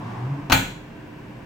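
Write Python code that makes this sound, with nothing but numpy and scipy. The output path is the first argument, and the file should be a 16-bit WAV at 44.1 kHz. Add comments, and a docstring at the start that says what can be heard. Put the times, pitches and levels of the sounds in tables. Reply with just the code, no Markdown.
"""A fan oven rushes and hums in a small kitchen while its door is pushed shut.
As the gap narrows the rush fades and a hollow low resonance rises in pitch. The door touches the catch,
then slams on the frame: a crack at the contact, a clank of sheet metal and glass, a thud of the cabinet
shoved through the seal, and a short room tail. The fan hums on behind the shut door."""
import sys
import numpy as np
from scipy import signal
from scipy.fft import rfft, irfft
from scipy.io import wavfile

SR = 44100
rng = np.random.default_rng(int(sys.argv[2]) if len(sys.argv) > 2 else 0)


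def dump_mix(stems):
    """Bounce the given channels to the path in sys.argv[1] as a 16-bit WAV at rate SR."""
    frames = np.atleast_2d(stems).T  # one column per channel
    limited = np.clip(frames, -1, 1)  # hard clip at full scale
    pcm = np.round(limited * 32767).astype(np.int16)
    wavfile.write(sys.argv[1], SR, pcm)


N = 63945
TIME, BIN_HZ = np.arange(N) / SR, np.fft.rfftfreq(N, 1 / SR)
LEFT_RIGHT = np.array([[1], [-1]])


def from_db(db):
    """Decibels to gain."""
    return 10 ** (np.asarray(db) / 20)


def unit_rms(x):
    """Scale to rms 1."""
    return x / np.sqrt(np.mean(x ** 2) + 1e-20)


def automation(rows):
    """Each column of a breakpoint curve at every sample."""
    times, *columns = np.transpose(rows)
    return [np.interp(TIME, times, column) for column in columns]


def at_hz(points, hz):
    """Read a table on a log-frequency axis."""
    freqs, values = np.transpose(points)
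    return np.interp(np.log(np.maximum(hz, 1)), np.log(freqs), values)


def decay(t60):
    """Envelope that falls 60 dB in t60 seconds."""
    return np.exp(-np.log(1000) * TIME / t60)


def drift(rate_hz):
    """Slow random wobble, rms 1."""
    return unit_rms(irfft(rfft(rng.standard_normal(N)) / (1 + (BIN_HZ / rate_hz) ** 2), N))


def pan(left_db):
    """Stereo gains with the left louder than the right by left_db."""
    return from_db(LEFT_RIGHT * left_db / 2)


def noise(spectrum, correlation, panning=((1, 0), (2, 0))):
    """Stereo noise of a given colour, width and pan; rms 1."""
    mid, side = rfft(rng.standard_normal((2, N)))
    alike = np.clip(at_hz(correlation, BIN_HZ), -1, 1)
    stereo = np.sqrt(1 + alike) * mid + np.sqrt(1 - alike) * side * LEFT_RIGHT
    return unit_rms(irfft(stereo * from_db(at_hz(spectrum, BIN_HZ)) * pan(at_hz(panning, BIN_HZ)), N))


def ringing(hz, db, t60, phase=0):
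    """One struck mode: a decaying sine."""
    return from_db(db) * decay(t60) * np.sin(2 * np.pi * hz * TIME + phase)


def delayed(x, start_s):
    """Start a sound at start_s."""
    start = int(start_s * SR)
    return np.concatenate([np.zeros(x.shape[:-1] + (start,)), x[..., :N - start]], axis=-1)


# Colour of the fan bed behind the shut door: (frequency [Hz], relative density [dB])
FAN_SPECTRUM = [(15, -50), (25, -6.5), (52, -7.5), (73, -10), (119, 0.5), (184, -3), (228, -4), (247, -6.5),
                (307, -4), (333, -8.5), (391, -6.5), (424, -9.5), (526, -14.5), (570, -15.5), (670, -12.5),
                (767, -17), (977, -13), (1310, -23), (1550, -17), (2020, -21.5), (2720, -23.5),
                (3660, -33.5), (7380, -43), (10500, -51.5), (15700, -47)]
# Motor hum: (frequency [Hz], rms level [dB])
MOTOR_TONES = [(129.2, -57.5), (301.5, -50.5), (522.2, -59.5), (667.5, -71.5), (979.8, -63.5), (1545, -66),
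               (2336, -69.5), (2719, -69.5)]
# Stereo width of the fan's air: (frequency [Hz], left-right correlation [clipped at 1])
FAN_CORRELATION = [(40, 0.5), (130, 1.05), (240, .92), (480, 0.27), (950, .5), (1900, 0.14), (3800, 0.05),
                   (7500, .5), (15000, 5.5)]
# Pan of the fan's air: (frequency [Hz], left over right [dB])
FAN_PAN = [(100, -0.32), (300, -1.9), (1000, 0.45), (8000, 0.92)]


def fan(air_db=-40, waver_db=1.7):
    """The bed: a steady rush of air and faintly wavering motor tones."""
    hum = 0
    for hz, db in MOTOR_TONES:
        peak = np.sqrt(2) * from_db(db + waver_db * drift(14))
        hum = hum + peak * np.sin(2 * np.pi * (hz * TIME + rng.random()))
    return from_db(air_db) * noise(FAN_SPECTRUM, FAN_CORRELATION, FAN_PAN) + hum


# Colour of the rush through the gap: (frequency [Hz], relative density [dB])
GAP_SPECTRUM = [(60, -47), (100, -5.5), (150, -3), (200, -4), (240, -13), (340, -10.5), (450, -17.5),
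                (580, -19.5), (720, -12.5), (830, -14), (930, -11.5), (1100, -12), (1350, -23.5),
                (1600, -21), (2500, -31.5), (3600, -36), (4200, -42), (5200, -40.5), (9500, -55.5),
                (15000, -71)]
# Fade of that rush as the door closes: (time [s], level [dB])
GAP_FADE = [(0, -36.5), (.1, -33.5), (.24, -36), (.35, -38), (.45, -40), (.5, -45), (.53, -87)]
# Hollow resonance of the closing oven: (time [s], pitch [Hz], level [dB], octave level [dB])
HOLLOW_RISE = [(0, 105.4, -44.5, -43), (.1, 119.9, -37, -55), (.18, 123.2, -36, -59),
               (.215, 121.5, -30.5, -43), (.25, 127.2, -24, -64), (.29, 137, -30.5, -39),
               (.32, 138.3, -22.5, -42), (.37, 140.7, -33.5, -36.5), (.415, 140.9, -50, -37),
               (.455, 144.5, -30, -63), (.52, 145.8, -65, -67)]


def closing_gap(pitch_waver=0.0095, waver_db=0.03):
    """Fan noise escapes through the narrowing gap, with a hollow resonance that climbs."""
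    rush_db, = automation(GAP_FADE)
    hz, level_db, octave_db = automation(HOLLOW_RISE)
    phase = 2 * np.pi * np.cumsum(hz * (1 + pitch_waver * drift(19))) / SR
    fundamental = from_db(level_db + waver_db * drift(28)) * np.sin(phase)
    octave = from_db(octave_db + waver_db * drift(30)) * np.sin(2 * phase)
    rush = from_db(rush_db) * noise(GAP_SPECTRUM, FAN_CORRELATION, FAN_PAN)
    return rush + np.sqrt(2) * (fundamental + octave)


# Colour of the room tail: (frequency [Hz], relative density [dB])
ROOM_SPECTRUM = [(47, -36), (80, -14), (107, -2.5), (177, -10.5), (231, -16.5), (269, -6.5), (321, -13),
                 (351, -19), (467, -18), (596, -18), (743, -17.5), (886, -11), (1180, -23), (1290, -12),
                 (1840, -15.5), (2440, -13.5), (3640, -18.5), (4240, -21), (4950, -30), (5410, -31),
                 (6900, -19), (9390, -31.5), (13400, -32.5), (14300, -17), (15600, -28.5)]
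# Reverb time of the kitchen: (frequency [Hz], t60 [s])
ROOM_T60 = [(100, 0.52), (400, 0.53), (1500, 0.43), (3000, 0.51), (7000, 0.43), (15000, 0.33)]
# Stereo width of the tail: (frequency [Hz], left-right correlation [-1 to 1])
ROOM_CORRELATION = [(120, 0.98), (260, 0.92), (480, 0.75), (950, -0.23), (3800, -0.061), (7500, 0.68),
                    (15000, 0.81)]


def kitchen_tail(send_db=-17, attack_s=0.0047):
    """Diffuse answer of the room to one blow; each octave dies at its own pace."""
    spectrum = rfft(noise(ROOM_SPECTRUM, ROOM_CORRELATION))
    centres_hz = 62.5 * 2 ** np.arange(9)
    octave = np.log2(np.clip(BIN_HZ, centres_hz[0], centres_hz[-1]))
    tail = 0
    for hz in centres_hz:
        band = np.maximum(0, 1 - abs(octave - np.log2(hz)))
        tail = tail + irfft(spectrum * band, N) * decay(at_hz(ROOM_T60, hz))
    return from_db(send_db) * tail * (1 - np.exp(-TIME / attack_s))


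# Low-end weight of the cabinet: (frequency [Hz], level before the push softens it [dB], t60 [s])
THUD_MODES = [(38.3, -30, 0.85), (70.5, -16.5, 0.16)]


def cabinet_thud(start_s=0.5165, push_s=0.0056):
    """The seal is squeezed, and its soft push rocks the whole cabinet."""
    push = np.hanning(int(push_s * SR))
    rocking = sum(ringing(hz, db, t60) for hz, db, t60 in THUD_MODES)
    thud = -signal.fftconvolve(rocking, push / push.sum())[:N]
    return pan(left_db=1) * delayed(thud, start_s)


# Snap of the contact point: (frequency [Hz], relative density [dB])
CRACK_SPECTRUM = [(200, -14), (900, -0.5), (2000, 0), (4000, -6.5), (6500, -7), (9000, -17), (13000, -18),
                  (15500, -8)]
# Dense clank of the door's panels: (frequency [Hz], relative density [dB])
PANEL_SPECTRUM = [(88, -46), (150, -10.5), (308, -4), (420, -31), (510, -21), (738, -3), (862, -22),
                  (932, 2.5), (1050, -10), (1130, -5.5), (1570, -6), (2150, -15.5), (2420, -4.5),
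                  (2710, -6.5), (2930, -7.5), (3560, -13.5), (4000, -7), (4590, -10.5), (4860, -39),
                  (5900, -15.5), (9050, -27.5), (11700, -17.5), (12800, -25), (14200, -13), (15600, -41)]
# Clear ring of the door: (frequency [Hz], relative level [dB], t60 [s])
RING_MODES = [(127.6, -25.5, 0.31), (158, -31.5, 0.52), (183.3, -31.5, 0.74), (267.5, -19.5, 0.31),
              (534, -25.5, 0.27), (626, -43.5, 0.2), (798, -31.5, 0.25), (859, -22.5, 0.12),
              (906, -16, .15), (1481, -25.5, 0.37), (1676, -33, 0.35), (1868, -33.5, 0.22),
              (2368, -22, 0.36), (2639, -31.5, 0.38), (3346, -31, 0.48), (4082, -33, 0.41),
              (4300, -42, 0.2), (6810, -36, 0.55), (9265, -56, .22), (10600, -42, .27), (14090, -37, .2),
              (15140, -25, 0.27)]
# Stereo width of the door: (frequency [Hz], left-right correlation [0 to 1])
DOOR_CORRELATION = [(60, .97), (130, 1), (260, 0.97), (480, 0.067), (950, 0.73), (1900, 0.75), (3800, 0.43),
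                    (15000, 0)]
# Pan of the door: (frequency [Hz], left over right [dB])
DOOR_PAN = [(250, -1.5), (450, 9), (740, 9.5), (1200, 8), (3300, -1.5), (5500, 10.5), (9000, -5.5),
            (15000, -3)]


def door_blow(hit_db, lowpass_hz, boom_db, crack_db, panel_db=-10, boom_below_hz=400):
    """One contact: a crack, ringing panels, a low boom and the room; a soft contact is duller."""
    crack = from_db(crack_db) * noise(CRACK_SPECTRUM, DOOR_CORRELATION, DOOR_PAN) * decay(t60=0.021)
    clank = from_db(panel_db) * noise(PANEL_SPECTRUM, DOOR_CORRELATION, DOOR_PAN) * decay(t60=0.088)
    boom = 0
    for hz, db, t60 in RING_MODES:
        # A phase offset between left and right gives each mode its width.
        offset = np.arccos(at_hz(DOOR_CORRELATION, hz)) * rng.choice([-1, 1])
        phase = LEFT_RIGHT * offset / 2
        gains = pan(at_hz(DOOR_PAN, hz))
        if hz < boom_below_hz:
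            boom = boom + gains * ringing(hz, db + boom_db, t60, phase)
        else:
            clank = clank + gains * ringing(hz, db, t60, phase + rng.uniform(0, 2 * np.pi))
    lowpass = signal.butter(1, lowpass_hz, fs=SR, output="sos")
    hit = crack + signal.sosfilt(lowpass, clank + kitchen_tail())
    return from_db(hit_db) * hit + boom


# Hits of the door on catch and frame; the boom has its own fader, apart from the hit gain:
# (time [s], hit gain [dB], low-pass corner [Hz], boom gain [dB], crack gain within the hit [dB])
DOOR_HITS = [(.4990, -10, 2190, -2.5, -13.5), (0.5078, -9.5, 1515, -11, -18), (.5203, -2, 8000, -11.5, -11),
             (0.5246, 0.5, 13300, -7.5, -7.5), (.5315, -5, 1970, -2, -16)]


def door_slam():
    """The touch on the catch, the slam and its quick rebounds."""
    return sum(delayed(door_blow(*blow), start_s) for start_s, *blow in DOOR_HITS)


def scene():
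    """The fan bed and the closing gap lead into the slam, with the cabinet's thud underneath."""
    return fan() + closing_gap() + door_slam() + cabinet_thud()


def record(dry, ceiling=0.85, cutoff_hz=15900):
    """Soft clipping rounds the peaks, then a steep low-pass trims the top."""
    lowpass = signal.ellip(10, 0.2, 90, cutoff_hz, fs=SR, output="sos")
    return signal.sosfilt(lowpass, ceiling * np.tanh(dry / ceiling))


dry = scene()
out = record(dry)
dump_mix(out)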